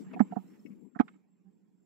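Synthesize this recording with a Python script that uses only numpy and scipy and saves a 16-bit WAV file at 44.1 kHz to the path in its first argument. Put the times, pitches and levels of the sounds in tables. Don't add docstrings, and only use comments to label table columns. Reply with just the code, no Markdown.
import sys
import numpy as np
from scipy import signal
from scipy.fft import rfft, irfft
from scipy.io import wavfile
from scipy.ndimage import uniform_filter1d

SR = 44100
rng = np.random.default_rng(int(sys.argv[2]) if len(sys.argv) > 2 else 0)


def dump_mix(stems):
    frames = np.atleast_2d(stems).T
    limited = np.clip(frames, -1, 1)
    pcm = np.round(limited * 32767).astype(np.int16)
    wavfile.write(sys.argv[1], SR, pcm)


N = 81585
TIME = np.arange(N) / SR

# (time [s], level [dB], pitch [Hz], rise [s], fall [s], left over right [dB])
BUMPS = [(0.056, -36.5, 190, 0.012, 0.016, 40.5), (0.15, -30.5, 240, 0.0046, .014, -23.5),
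         (0.2016, -2.5, 243, 0.0053, 0.01, -20), (0.305, -32, 221, .011, 0.0064, 8.5),
         (0.320, -30.5, 200, .007, .007, -5.5), (0.364, -18.5, 222, 0.0059, 0.0081, -34.5),
         (0.384, -37, 205, 0.0041, 0.02, -16), (0.649, -32.5, 281, 0.0051, 0.0036, 12),
         (0.663, -37.5, 303, 0.0032, 0.0037, 12), (0.699, -35, 225, 0.0072, 0.0098, 9),
         (0.718, -41.5, 214, 0.0068, 0.0077, 15), (0.956, -29, 229, .009, 0.0024, -14.5),
         (0.9957, -3.5, 260, 0.01, 0.0029, -18), (1.025, -45.5, 280, 0.0052, 0.017, -4),
         (1.145, -54.5, 310, 0.016, 0.017, -0.5)]
# (time [s], level [dB], chatter length [s], pitch [ratio])
CLACKS = [(0.162, -41, 0.015, 1), (0.2035, -18, 0.0032, 1.073), (0.3222, -36.5, 0.013, 0.98),
          (0.364, -31, 0.0093, 0.994), (0.958, -48, 0.014, .97), (0.9985, -23.5, 0.0089, 1)]
# (pitch [Hz], level [dB], time to fade 60 dB [s])
JOINT_TONES = [(728.7, 4, 0.02), (824, -9, 0.043), (936, -10.5, .022), (455, -9.5, .032),
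               (1370, -25, 0.024)]
# (time [s], level [dB], length [s], brightest at [Hz], width [octaves], left over right [dB])
SLAPS = [(0.11, -61.5, 0.011, 1900, 0.61, -6.5), (0.131, -46.5, 0.017, 442, 0.62, 5),
         (0.133, -54.5, 0.019, 2500, 0.12, 8.5), (0.194, -37, 0.0075, 1480, 0.27, -7.5),
         (0.2053, -31.5, 0.0063, 847, .9, -15.5), (0.31, -60.5, 0.02, 1700, .7, -7.5),
         (0.356, -53.5, 0.029, 1200, 0.53, -15.5), (0.533, -73, 0.042, 2160, 0.54, -3),
         (0.658, -59, 0.013, 2360, 0.22, 17), (0.704, -73, 0.029, 2400, 0.31, 21),
         (0.847, -76, 0.013, 990, 0.14, 12), (0.949, -53, 0.025, 1280, 0.38, -14.5),
         (0.9908, -40, 0.0039, 1800, 0.13, -4.5), (0.997, -30, 0.015, 950, 0.95, -13),
         (1.0785, -53, 0.012, 1850, 0.74, -5.5), (1.134, -74.5, 0.03, 1410, 0.69, -12.5)]
# (pitch [Hz], level [dB], time to fade 60 dB [s])
FRAME_TONES = [(1000, -5.5, 0.066), (1110, -3.5, .022), (1263, -1.5, 0.062), (1303, -3, .022),
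               (1580, -3, .026), (1848, -3, .028), (2080, -5, .024), (2170, -2.5, 0.037),
               (2790, -4.5, 0.01), (3400, -8.5, 0.024), (4150, -17, .028), (4790, -18, .03),
               (5750, -16.5, .03), (8400, -19.5, 0.027)]
# (frequency [Hz], level [dB])
TICK_COLOUR = [(200, -6.5), (500, 2), (1500, 2.5), (2400, -8), (4000, -12), (8000, -14.5), (15000, -26.5)]
# (time [s], left [dB], right [dB])
RUMBLE_LEVELS = [(0, -36, -52), (0.08, -63, -46), (0.13, -39.5, -46), (0.27, -49.5, -51),
                 (0.43, -57, -52.5), (0.52, -52, -57.5), (0.6, -60.5, -55), (0.69, -48, -61),
                 (0.78, -53.5, -58), (0.85, -46, -70), (0.91, -60, -79), (1.05, -56.5, -56.5),
                 (1.16, -64, -59.5), (1.23, -71.5, -66.5), (1.58, -69, -63.5), (1.85, -72, -65.5)]
# (frequency [Hz], level [dB])
RUMBLE_LEFT = [(25, -45.5), (70, -27), (110, -25), (150, -11), (185, -0.5), (250, 2), (330, -3.5),
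               (420, -10), (520, -20), (700, -33.5), (1300, -57.5)]
# (frequency [Hz], level [dB])
RUMBLE_RIGHT = [(25, -43.5), (70, -29.5), (110, -27.5), (150, -17), (185, 9), (240, -15), (330, -13),
                (420, -11.5), (520, -27), (700, -31.5), (1300, -55)]
# (pitch [Hz], level against the main tone [dB])
HUM_TONES = [(85, -29.5), (400, -22.5), (790, -24.5)]
# (time [s], crunch [dB], hiss [dB])
GRIT_LEVELS = [(0, -67, -74.5), (0.12, -63, -99.5), (0.28, -65.5, -87.5), (0.45, -68, -88.5),
               (0.55, -73.5, -87), (0.72, -75.5, -90), (0.82, -77, -106), (0.91, -83.5, -104.6),
               (1.05, -74, -90.5), (1.14, -74.5, -96), (1.25, -83, -104.3), (1.85, -88, -101.9)]
# (frequency [Hz], level [dB])
CRUNCH_COLOUR = [(300, -23), (560, -1), (850, 3.5), (1300, -5), (1800, -6), (2500, -7), (3100, -14),
                 (4000, -27), (7000, -52.5)]
# (frequency [Hz], level [dB])
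HISS_COLOUR = [(2000, -20.5), (3800, -1.5), (5500, 3.5), (6600, 1.5), (8200, 1.5), (9500, -8.5),
               (14000, -5.5), (15500, -10.5)]
# (time [s], level [dB])
WHINE_LEVELS = [(0, -74.5), (.07, -76), (.17, -92.5), (.22, -70), (.33, -86.5), (.48, -84.5), (.62, -88.5),
                (.88, -85), (1.0, -95), (1.11, -78), (1.22, -101.5), (1.32, -89), (1.44, -99), (1.55, -90),
                (1.67, -101), (1.84, -90)]
# (time [s], width [s], level [dB])
CHIRPS = [(0.52, 0.044, -78.5), (0.598, 0.0067, -70), (0.669, 0.016, -75.5)]
# (time [s], level [dB])
SAND_LEVELS = [(0, -100), (.28, -97), (.38, -81.5), (.68, -86), (.85, -92.5), (.95, -108), (1.85, -108)]
# (frequency [Hz], level [dB])
SAND_COLOUR = [(5000, -31), (8500, -3), (11000, -4), (14500, 0.5), (15700, -1)]

SETTLE_HZ, SAG_S, AFTER_RING_DB, AFTER_RING_S, LEFT_LAG_S = 180, 0.014, -37, 0.014, 0.0012
LINKS_PER_S, TICK_DB, TICK_S, SLAP_RISE_S, MEDIUM_SLAP_DB = 1000, 10.5, 0.00067, 0.0024, -38.5


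def mount_boom(db, hz, rise, fall, side_db):
    t = np.maximum(TIME[:SR // 5] - np.array([[LEFT_LAG_S], [0]]), 0)
    late = np.maximum(t - rise, 0)
    pitch = hz + 0.99 * (SETTLE_HZ - hz) * (1 - np.exp(-(late / SAG_S) ** 1.1))
    swell = np.sin(np.pi / 2 * np.minimum(t / rise, 1)) ** 2
    fade = np.exp(-(late / fall) ** 1.1) + amp(AFTER_RING_DB) * np.exp(-late / AFTER_RING_S)
    tone = np.cos(2 * np.pi * np.cumsum(pitch * (t > 0), 1) / SR)
    return amp(db) * pan(side_db) * swell * fade * tone


def joint_clack(db, length, pitch, rise_s=0.002):
    t = TIME[:SR // 6]
    late = np.maximum(t - length, 0)
    ring = sum(amp(d - 60 * late / fade_s) * np.sin(2 * np.pi * (hz * pitch * t + rng.random((2, 1))))
               for hz, d, fade_s in JOINT_TONES)
    return amp(db) * pan(-21.5) * np.minimum(t / rise_s, 1) * ring


def chain_slap(db, length, bright_hz, octaves, side_db):
    t = TIME[:SR // 8]
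    jitter, size = rng.random(40), rng.standard_normal(40)
    lands_s = (np.arange(40) + jitter - jitter[0]) / LINKS_PER_S
    force = np.sign(size) * (.6 + abs(size) / 2) * np.exp(-(lands_s / length) ** 4)
    links = np.zeros(len(t))
    np.add.at(links, (lands_s * SR).astype(int), force)
    count = len(FRAME_TONES)
    phases = rng.random((count, 1, 1)) + rng.standard_normal((count, 2, 1)) / 4
    ring = sum(amp(d - 60 * t / fade_s) * np.sin(2 * np.pi * (hz * t + phase))
               for (hz, d, fade_s), phase in zip(FRAME_TONES, phases))
    noise = colour(rng.standard_normal((2, len(t))), TICK_COLOUR)
    tick = 2 * amp(TICK_DB) * np.exp(-t / TICK_S) * unit(blend_sides(noise, 0.26))
    hit = signal.fftconvolve(links[None], ring + tick, axes=1)[:, :len(t)]
    hit *= np.minimum(t / SLAP_RISE_S, 1)
    f = np.fft.rfftfreq(2 * len(t), 1 / SR) + 1
    bright = np.exp(-.5 * (np.log2(f / bright_hz) / octaves) ** 2)
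    broad = amp(-16.5 + 0.74 * (db - MEDIUM_SLAP_DB)) / (1 + (f / 2980) ** 2)
    hit = irfft(rfft(hit, 2 * len(t)) * (bright + broad))[:, :len(t)]
    strength = np.sqrt((hit ** 2).sum(1, keepdims=True) / (SR * (length + .004)))
    return amp(db) * pan(side_db) * hit / strength


def echo_tail(knocks, db=-14.5, fade_s=0.031, rise_s=0.02):
    t = TIME[:SR // 6]
    tail = rng.standard_normal((2, len(t))) * amp(-60 * t / fade_s) * np.minimum(t / rise_s, 1)
    return amp(db) * signal.fftconvolve(knocks, tail / np.linalg.norm(tail[0]), axes=1)[:, :N]


def tyre_rumble():
    left, right = [unit(colour(rng.standard_normal(N), shape)) for shape in (RUMBLE_LEFT, RUMBLE_RIGHT)]
    right += amp(-0.5) * fuzzy_tone(hz=193.7, width_hz=18)[1]
    return np.array(level(RUMBLE_LEVELS)) * [steady(left), steady(right)]


def mount_hum(at_s=1.478, width_s=0.022, hz=187, db=-48):
    tone = sum(amp(d) * np.sin(2 * np.pi * (f * TIME + rng.random())) for f, d in [(hz, 0)] + HUM_TONES)
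    return amp(db) * pan(-20) * np.exp(-((TIME - at_s) / width_s) ** 2) * tone


def grit(grains_per_s=410, grain_share=0.13):
    crunch_gain, hiss_gain = level(GRIT_LEVELS)
    grains = unit((rng.random((2, N)) < grains_per_s / SR) * rng.standard_normal((2, N)))
    dirt = np.sqrt(grain_share) * grains + np.sqrt(1 - grain_share) * rng.standard_normal((2, N))
    dirt = patchy(blend_sides(dirt, 0.15))
    crunch = amp(-1.5) * crunch_gain * unit(colour(dirt, CRUNCH_COLOUR))
    hiss = amp(5.5) * hiss_gain * unit(colour(dirt, HISS_COLOUR))
    return pan(-3) * (crunch + hiss)


def whine(hz=7450, sway_hz=120, wheel_turn_s=0.215, peak_s=1.31, flicker_db=1.5):
    pitch = hz + sway_hz * np.cos(2 * np.pi * (TIME - peak_s) / wheel_turn_s)
    wobble = unit(uniform_filter1d(rng.standard_normal(N), size=1100))
    tone = unit(blend_sides(fuzzy_tone(pitch, width_hz=65), 0.4))
    return level(WHINE_LEVELS)[0] * unit(amp(flicker_db * wobble)) * tone


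def brake_chirps():
    swell = sum(amp(db) * np.exp(-((TIME - s) / width) ** 2) for s, width, db in CHIRPS)
    return pan(14) * swell * fuzzy_tone(hz=5380, width_hz=58)


def sand(grains_per_s=1600):
    grains = (rng.random(N) < grains_per_s / SR) * rng.standard_normal((2, N))
    return level(SAND_LEVELS)[0] * unit(colour(patchy(blend_sides(grains, 0.3)), SAND_COLOUR))


def amp(db):
    return 10 ** (np.asarray(db) / 20)


def unit(x):
    return x / np.sqrt(np.mean(x ** 2) + 1e-20)


def pan(db):
    return amp([[min(db, 0)], [min(-db, 0)]])


def blend_sides(x, amount):
    return x + amount * x[::-1]


def add(mix, s, sound):
    part = mix[:, max(round(s * SR), 0):][:, :sound.shape[1]]
    part += sound[:, :part.shape[1]]


def colour(x, points):
    hz, db = np.transpose(points)
    f = np.fft.rfftfreq(x.shape[-1], 1 / SR)
    return irfft(rfft(x) * amp(np.interp(np.log(f + 1), np.log(hz), db)), x.shape[-1])


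def level(rows):
    s, *columns = np.transpose(rows)
    return [amp(np.interp(TIME, s, db)) for db in columns]


def steady(x, span_s=0.089):
    return x / np.sqrt(abs(uniform_filter1d(x ** 2, int(span_s * SR))) + 1e-12)


def fuzzy_tone(hz, width_hz):
    noise = rng.standard_normal((2, N)) + 1j * rng.standard_normal((2, N))
    drift = signal.sosfilt(signal.butter(2, width_hz, fs=SR, output="sos"), noise)
    return unit((drift * np.exp(2j * np.pi * np.cumsum(hz * np.ones(N)) / SR)).real)


def patchy(x, depth_db=3.5):
    bands = signal.stft(x, nperseg=512)[2]
    patches = uniform_filter1d(rng.standard_normal(bands.shape[1:]), size=3, axis=0)
    patches = uniform_filter1d(patches, size=7, axis=1)
    return signal.istft(bands * amp(depth_db * unit(patches)), nperseg=512)[1][:, :N]


def cut_lows(x, hz, order):
    return signal.sosfilt(signal.butter(order, hz, "high", fs=SR, output="sos"), x)


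def scene():
    booms, rattles = np.zeros((2, 2, N))
    knocks = (booms, BUMPS, mount_boom), (rattles, CLACKS, joint_clack), (rattles, SLAPS, chain_slap)
    for track, table, source in knocks:
        for s, *row in table:
            add(track, s, source(*row))
    booms = cut_lows(booms, hz=130, order=2)
    rolling = tyre_rumble() + grit() + sand() + mount_hum() + whine() + brake_chirps()
    return booms + rattles + echo_tail(rattles) + rolling


def record(dry, overload_db=-6, knee=2.4, top_hz=15700):
    ceiling = amp(overload_db) * (1 - 0.045 * np.sign(dry))
    squashed = dry / (1 + abs(dry / ceiling) ** knee) ** (1 / knee)
    treble_cut = signal.firwin(511, top_hz, window=("kaiser", 9), fs=SR)
    return signal.oaconvolve(cut_lows(squashed, hz=44, order=1), treble_cut[None], "same")


dry = scene()
out = record(dry)
dump_mix(out)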